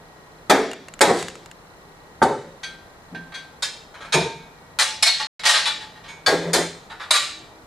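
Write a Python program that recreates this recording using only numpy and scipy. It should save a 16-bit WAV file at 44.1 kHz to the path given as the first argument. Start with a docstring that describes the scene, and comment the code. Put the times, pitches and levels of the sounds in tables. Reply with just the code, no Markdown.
"""A small, hard-walled room, where steel bars are hooked onto a wooden display rack.
The panel booms as bars seat in it and groans as one slips along it; more bars are picked off
the floor and clank together in the hand. Ventilation, a faint mechanism and a few dry ticks
sit underneath. A camera's gain control and overload flatten the loudest blows,
and the sound cuts out once, briefly."""
import sys
import numpy as np
from scipy import signal
from scipy.fft import rfft, irfft, next_fast_len
from scipy.io import wavfile
from scipy.ndimage import uniform_filter1d

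SR = 44100
rng = np.random.default_rng(int(sys.argv[2]) if len(sys.argv) > 2 else 0)


def inscribe(sig):
    """Save sig as 16-bit PCM at rate SR to the path in sys.argv[1].

    A 1-D sig is mono; a 2-D sig holds one channel per row.
    Samples are clipped to [-1, 1] before scaling.
    """
    pcm = np.round(np.clip(np.atleast_2d(sig).T, -1, 1) * 32767)
    wavfile.write(sys.argv[1], SR, pcm.astype(np.int16))


N = 337806
RING_SAMPLES, BAND_LIMIT_HZ = 32768, 15300


def amp(db):
    """Decibels to gain."""
    return np.exp(np.asarray(db) * (np.log(10) / 20))


def curve_at(points, hz):
    """Breakpoints joined by straight lines on a log-frequency axis."""
    freq_hz, value = np.transpose(points)
    return np.interp(np.log(hz + 1), np.log(freq_hz + 1), value)


def unit_rms(x):
    """Scales to rms 1."""
    return x / np.sqrt(np.mean(x ** 2) + 1e-20)


def add(mix, start_s, sound):
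    """Lays a sound into the mix."""
    part = mix[:, round(start_s * SR):][:, :sound.shape[-1]]
    part += sound[..., :part.shape[1]]


def colour(x, db_at):
    """Minimum-phase EQ shaped by db_at(hz), scaled to keep the power of white noise."""
    size = next_fast_len(x.shape[-1] + 4096)
    gain = unit_rms(amp(db_at(abs(np.fft.fftfreq(size, 1 / SR)))))
    response = np.exp(np.conj(signal.hilbert(np.log(gain + 1e-5))))
    return irfft(rfft(x, size) * response[:size // 2 + 1], size)[..., :x.shape[-1]]


# Stereo width, side against mid: freq_hz, side_db
STEREO_WIDTH = [(300, -23), (800, -19), (2200, -8), (4400, -11), (8000, -7)]
def stereo_noise(size, db_at, wide_db=0):
    """Noise shaped by db_at(hz, s), nearly alike in two closely spaced microphones."""
    hz, t = np.fft.rfftfreq(256, 1 / SR), np.arange(size // 128 + 2) * 128 / SR
    spectra = rng.standard_normal((2, len(t), len(hz), 2)).view(complex)[..., 0]
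    spectra *= amp(db_at(hz, t[:, None]))
    spectra[1] *= amp(curve_at(STEREO_WIDTH, hz) + wide_db)
    mid, side = signal.istft(spectra.transpose(0, 2, 1))[1][:, :size] / np.sqrt(128)
    return np.array([mid + side, mid - side])


# The air bed's rumble and hiss: freq_hz, gain_db
AIR_EQ = [(15, -38), (25, -1), (163, -4.5), (354, -7), (438, -4), (475, -6.5), (655, -6.5), (856, -6),
          (1960, -17), (2560, -24.5), (4040, -25), (15000, -38)]
# Hum tones in the bed: pitch_hz, level_db
HUM_TONES = [(161.5, -60.5), (479, -64.5), (1906, -65.5)]
def ventilation(rush_db=-47, waver=.35):
    """A steady rush of air with a faint, wavering hum."""
    t = np.arange(N) / SR
    noise = stereo_noise(N, lambda hz, s: 0, wide_db=12)
    rush = unit_rms(colour(noise, lambda hz: curve_at(AIR_EQ, hz)))
    knots_s = np.linspace(0, t[-1], 40)
    hum = 0
    for hz, level_db in HUM_TONES:
        drift = np.interp(t, knots_s, rng.standard_normal(len(knots_s)))
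        hum += amp(level_db) * np.sqrt(2) * (1 + waver * drift) * np.sin(2 * np.pi * hz * t + drift)
    return amp(rush_db) * rush + hum


def mechanism(first_s=.0205, cycle_s=.15, gap_s=1 / 30, pitch_hz=4050, decay_s=.004, level_db=-51):
    """A small mechanism near the microphone ticks faintly, in quick groups of four."""
    t = np.arange(N) / SR
    tick, age_s = np.divmod((t - first_s) % cycle_s, gap_s)
    return amp(level_db) * (tick < 4) * np.exp(-age_s / decay_s) * np.sin(2 * np.pi * pitch_hz * age_s)


# The room's tail: freq_hz, t60_s
ROOM_DECAY = [(100, 0.67), (200, 0.41), (400, 0.45), (1000, 0.32), (3000, 0.54), (7000, 0.47),
              (13000, 0.28)]
def impact(rattle_s, direct_db, direct_s, bounce=0.99, rebounds=5):
    """A contact and its quick rebounds; each gives a noise burst and then the room's tail."""
    t = np.arange(RING_SAMPLES) / SR
    tail = stereo_noise(RING_SAMPLES, lambda hz, s: -60 * s / curve_at(ROOM_DECAY, hz))
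    hit = tail * (1 + amp(direct_db) * np.exp(-t / direct_s))
    delays_s = rattle_s * (np.arange(rebounds) + rng.uniform(.2, 1, rebounds)) / rebounds
    gains = bounce * rng.uniform(.6, 1.4, rebounds) * rng.choice([-1, 1], rebounds)
    out = hit.copy()
    for delay_s, gain in zip(delays_s, gains):
        add(out, delay_s, gain * hit)
    return out / np.sqrt(1 + np.sum(gains ** 2))


def ring(modes, tone_db, t60_at_2khz_s, rise_s, damping, linger, split_hz=6, twin_db=-13):
    """Modes build during contact and die sooner the higher they are; each beats with a weak twin."""
    t = np.arange(RING_SAMPLES) / SR
    total = np.linalg.norm([amp(mode[1]) for mode in modes])
    out = np.zeros((2, RING_SAMPLES))
    for hz, level_db, *sustain_s in modes:
        phase, detune, side = rng.uniform(-1, 1, 3)
        t60_s = t60_at_2khz_s * (2000 / hz) ** damping
        twin_t60_s = sustain_s[0] if sustain_s else t60_s * linger
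        twin_hz = hz + split_hz * detune
        wave = amp(-60 * t / t60_s) * np.sin(2 * np.pi * (hz * t + phase))
        wave += amp(twin_db - 60 * t / twin_t60_s) * np.cos(2 * np.pi * (twin_hz * t + phase))
        lean = np.sign(side) * amp(curve_at(STEREO_WIDTH, hz))  # standing waves favour one microphone
        out += np.outer([1 + lean, 1 - lean], amp(level_db + tone_db(hz)) * wave)
    fade_out = np.minimum(10 * (t[-1] - t), 1)
    return out / total * (1 - np.exp(-t / rise_s)) * fade_out


# The panel's boom: pitch_hz, level_db
PANEL_MODES = [(168, -5.5), (253, 2.5), (325, 4.5), (408, 13), (441, 8), (600, -4.5), (742, -2.5),
               (832, -3)]
# Woody body, a crowd of short-lived modes: freq_hz, gain_db
WOOD_EQ = [(29, -82.5), (50, -26), (216, -14.5), (255, -9), (315, -6.5), (427, -2), (600, -5), (827, -5),
           (1390, -12), (2030, -10), (2950, -24.5), (3320, -15.5), (8530, -26), (14000, -38)]
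# The top cracks, the foot thuds, the rebound is dull: bass_db, bass_cut_db_per_db, clack_db, crack_db
KNOCK_VOICING = {"top": (-1.5, -0.15, 1.5, -3), "foot": (5, 0.8445, 0, -28),
                 "rebound": (4.5, -0.6, -4, -18.5)}
# Hits on the rack: start_s, kind, level_db, rattle_s
KNOCK_CUES = [(.497, "top", 5, 0.014), (0.529, "rebound", 0.5, 0.021), (1.008, "top", 4, .017),
              (1.071, "rebound", 1.5, 0.032), (2.217, "foot", 3, 0.0094), (3.116, "foot", -30.5, 0.038),
              (4.141, "foot", -7, 0.018), (6.272, "top", -6.5, .014), (6.312, "rebound", -8.5, 0.013),
              (6.424, "rebound", -18, 0.065), (6.536, "top", -10.5, .03), (6.555, "rebound", -16.5, 0.029)]
def rack_knocks(trim_db=-9.5, boom_db=-3, clack_db_per_db=0.41):
    """The wooden panel booms under each blow; a stronger blow has more clack."""
    out = np.zeros((2, N))
    for start_s, kind, level_db, rattle_s in KNOCK_CUES:
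        bass_db, bass_cut, clack_db, crack_db = KNOCK_VOICING[kind]
        tilt = [(70, 0), (170, bass_db - bass_cut * level_db), (400, 0.01),
                (1100, clack_db + clack_db_per_db * level_db), (3500, crack_db)]
        tone_db = lambda hz: curve_at(tilt, hz)
        hit = impact(rattle_s, direct_db=-8.5, direct_s=0.22)
        body = colour(hit, lambda hz: curve_at(WOOD_EQ, hz) + tone_db(hz))
        boom = ring(PANEL_MODES, tone_db, t60_at_2khz_s=.13, rise_s=rattle_s, damping=0.6, linger=0.92)
        add(out, start_s, amp(level_db + trim_db) * (body + amp(boom_db) * boom))
    return out


# The ticks' colour: freq_hz, gain_db
TICK_EQ = [(300, -9), (900, 3.5), (1900, 6.5), (2550, 0), (2800, 11), (3100, -2), (6400, -5.5), (7000, 4.5),
           (7700, -0.5), (13000, -21)]
# Close ticks, alone or in short runs: start_s, level_db, count
TICK_CUES = [(0.7147, -26, 1), (0.733, -27, 1), (0.8845, -35, 3), (1.2267, -21, 1), (1.284, -23, 1),
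             (1.301, -35.5, 2), (1.46, -38.5, 2)]
def dry_ticks(trim_db=6.5, click_db=12, fizz_s=0.0032, gap_s=.054):
    """Tiny snaps, each a click with a trace of fizz, too close and weak to stir the room."""
    out, t = np.zeros((2, N)), np.arange(2048) / SR
    for start_s, level_db, count in TICK_CUES:
        for k in range(round(count)):
            snap = stereo_noise(len(t), lambda hz, s: 0) * np.exp(-t / fizz_s) / 2
            snap[:, 0] += amp(click_db)
            tick = colour(snap, lambda hz: curve_at(TICK_EQ, hz))
            add(out, start_s + k * gap_s, amp(level_db + trim_db) * tick)
    return out


# Each bar's strong notes: pitch_hz, level_db, twin_t60_s (only where the twin sings on)
BAR_MODES = {"loose": [(1571, 9.4, 0.96), (2245, 4.5), (2437, 2), (3302, 4.5), (3300, 10.5), (4560, 8.2),
             (5990, 0), (6100, 7.7)], "dropped": [(1674, -2), (3616, 4.5), (4748, 2), (4958, 2), (5389, 1),
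             (6293, 0.5), (7101, 5)], "lifted": [(910, 0, 1.36), (993, -6, 1.37), (2500, -0.96),
             (1600, -1.4, 1), (2225, 0.84, 0.99), (2388, 2), (3620, -2.5), (3500, -1), (6600, 7.8)],
             "long": [(864, -1.5, 1), (1175, -5), (1900, 0), (1863, 5), (1600, -1), (2800, -6.5),
             (3100, 2.5), (3420, -1), (3930, 2.6), (4060, 1.6), (7000, -4.5), (5900, 0), (7676, -6),
             (8398, 1.5)], "short": [(861, -4.5), (1900, 3, .7), (1900, 3.3), (2200, 8.7), (4000, -1),
             (3741, 4.6), (4272, 2.8, 0.47), (5165, 2.3), (7405, -2), (10000, 2)], "rail": [(1286, -4.5),
             (1622, 3.5), (3470, 1.5), (4515, 4), (4730, 1.5), (4844, -4)], "hook": [(318, -15, 12),
             (1173, 0), (1800, 3.7), (1800, 4.6), (2347, 6.2, 0.76), (3460, 10.6), (3840, 14), (4035, 11),
             (8100, 10), (9300, 12)]}
# Each bar's ring time, damped by a gripping hand: t60_at_2khz_s
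BAR_DECAY = {"loose": 0.31, "dropped": 0.3, "lifted": 0.43, "long": 0.17, "short": 0.24, "rail": 0.24,
             "hook": 0.24}
# Steely clatter, a crowd of short-lived modes: freq_hz, gain_db
STEEL_EQ = [(250, -38.5), (600, -9.5), (860, -8.5), (1600, -4), (2200, -6.5), (2800, -10), (3900, -3.5),
            (5600, -12), (8500, -13), (11000, -21.5), (15000, -47.5)]
# Each bar's character: body_db, edge_db, ring_db
BAR_VOICING = {"loose": (0.011, -1.7, 4.3), "dropped": (-0.98, 0.38, -1.01), "lifted": (0.79, 0.98, 0.28),
               "long": (0.61, -1.5, 3.7), "short": (-2.4, .5, 0.94), "rail": (0.61, -1.94, 7.3),
               "hook": (1, 0.023, 0.95)}
# A strike rings freely, a slide is duller, a jam is choked, a nudge is soft: body_db, edge_db, ring_db
CONTACT_VOICING = {"strike": (0, -1.5, -2.36), "slide": (-1.06, -8.5, -2.7), "jam": (0, 5.5, -13.5),
                   "nudge": (10.3, -6, -16.5)}
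CLANK_CUES = [(1.012, "rail", "jam", -7.5, 0.0059, None), (1.129, "rail", "jam", -19, 0.079, None),
              (2.224, "rail", "jam", -19.5, .0067, None), (2.632, "loose", "strike", -30.5, 0.01, None),
              (3.147, "loose", "nudge", -34.5, 0.004, 1571), (3.32, "loose", "nudge", -39, 0.0043, None),
              (3.341, "loose", "strike", -33, 0.024, None),
              (3.623, "dropped", "strike", -19.5, 0.0096, None),
              (3.941, "lifted", "nudge", -37, 0.015, None), (4.007, "lifted", "nudge", -31.5, 0.053, None),
              (4.123, "lifted", "slide", -15, 0.016, None),
              (4.139, "lifted", "strike", -16.5, 0.0067, 3664), (4.788, "long", "strike", -10, 0.036, 3880),
              (5.025, "short", "strike", -10, 0.0076, 5165), (5.06, "short", "slide", -7.5, 0.025, 4300),
              (5.197, "long", "slide", -22.5, 0.022, 864), (5.383, "short", "slide", -31.5, .012, None),
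              (5.435, "long", "slide", -19.5, 0.033, None), (5.453, "long", "strike", -10, 0.03, None),
              (5.488, "long", "strike", -8, .019, 3930), (5.535, "long", "slide", -10, 0.042, 1570),
              (5.655, "hook", "slide", -16, 0.024, 3460), (5.806, "long", "strike", -37.5, 0.029, 850),
              (5.954, "long", "slide", -45.5, .03, 1850), (6.038, "long", "slide", -40, .03, None),
              (6.08, "lifted", "strike", -37.5, 0.027, 2225), (6.262, "rail", "strike", -15, 0.0072, None),
              (6.532, "rail", "jam", -12.5, 0.0072, None), (6.899, "hook", "nudge", -31, 0.022, 900),
              (6.998, "hook", "nudge", -27, 0.044, 1173), (7.107, "hook", "strike", -10, 0.0047, None),
              (7.135, "hook", "strike", -9.5, 0.031, 1165)]
def bar_clanks(trim_db=-7.5, notes_db=11, ripple_db=3, accent_db=8, accent_width_hz=55):
    """Steel bars clash, clatter and ring; the point of contact may bring out one note."""
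    out = np.zeros((2, N))
    grid_hz = np.linspace(0, BAND_LIMIT_HZ, 260)
    depth_db = ripple_db * np.minimum(grid_hz / 4000, 1)
    weak_modes_db = {bar: depth_db * rng.standard_normal(len(grid_hz)) for bar in BAR_MODES}
    for start_s, bar, contact, level_db, rattle_s, accent_hz in CLANK_CUES:
        body_db, edge_db, ring_db = np.add(BAR_VOICING[bar], CONTACT_VOICING[contact])
        force_db = level_db + 24  # above a middling clank, body gives way to edge
        tilt = [(1400, body_db - 0.16 * force_db), (4400, 0.0049), (8000, edge_db + 0.15 * force_db)]

        def tone_db(hz):
            accent = np.exp(-((hz - accent_hz) / accent_width_hz) ** 2) if accent_hz else 0
            return curve_at(tilt, hz) + accent_db * accent

        def clatter_db(hz):
            return curve_at(STEEL_EQ, hz) + tone_db(hz) + np.interp(hz, grid_hz, weak_modes_db[bar])

        clatter = colour(impact(rattle_s, direct_db=1.0, direct_s=0.016), clatter_db)
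        notes = ring(BAR_MODES[bar], tone_db, BAR_DECAY[bar], rattle_s / 2, damping=0.5, linger=2.1)
        add(out, start_s, amp(level_db + trim_db) * (clatter + amp(ring_db + notes_db) * notes))
    return out


# A bar slips along the panel: start_s, level_db
SLIP_CUES = [(6.335, -27), (6.458, -26.5), (6.58, -29.5)]
def panel_groans(swell_s=0.036):
    """Each slip of a pushed bar sets the panel's lowest mode swelling and dying away."""
    out, t = np.zeros((2, N)), np.arange(RING_SAMPLES) / SR
    pitch_hz = PANEL_MODES[0][0]
    swell = t / swell_s * np.exp(1 - t / swell_s)
    for start_s, level_db in SLIP_CUES:
        add(out, start_s, amp(level_db) * swell * np.sin(2 * np.pi * (pitch_hz * t + rng.random())))
    return out


def scene():
    """Everything in the room, a touch to the left."""
    mix = ventilation() + mechanism() + rack_knocks() + dry_ticks() + bar_clanks() + panel_groans()
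    return mix * amp([[.15], [-.15]])


def gain_control(x, threshold_db=-14, fall_db_per_s=42, share=0.79, attack_s=0.012):
    """Ducks within milliseconds on a loud blow and creeps back up."""
    power = signal.lfilter(np.ones(128) / 128, 1, (x ** 2).mean(0))
    fall_db = np.arange(N) / SR * fall_db_per_s
    held_db = np.maximum.accumulate(10 * np.log10(power + 1e-12) + fall_db) - fall_db
    pole = np.exp(-1 / (attack_s * SR))
    over_db = signal.lfilter([1 - pole], [1, -pole], np.maximum(held_db - threshold_db, 0))
    return x * amp(-share * over_db)


# The sound cuts out: start_s, end_s
DROPOUT = (5.27, 5.395)
def record(dry):
    """The camera's chain: gain control, soft overload, one short cut to silence, band limit."""
    t = np.arange(N) / SR
    start_s, end_s = DROPOUT
    mute = uniform_filter1d(((t > start_s) & (t < end_s)) * 1., size=64)
    flattened = np.tanh(gain_control(dry))
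    lowpass = signal.firwin(511, BAND_LIMIT_HZ, window=("kaiser", 9), fs=SR)
    return signal.oaconvolve(flattened * (1 - mute), lowpass[None], "same")


dry = scene()
out = record(dry)
inscribe(out)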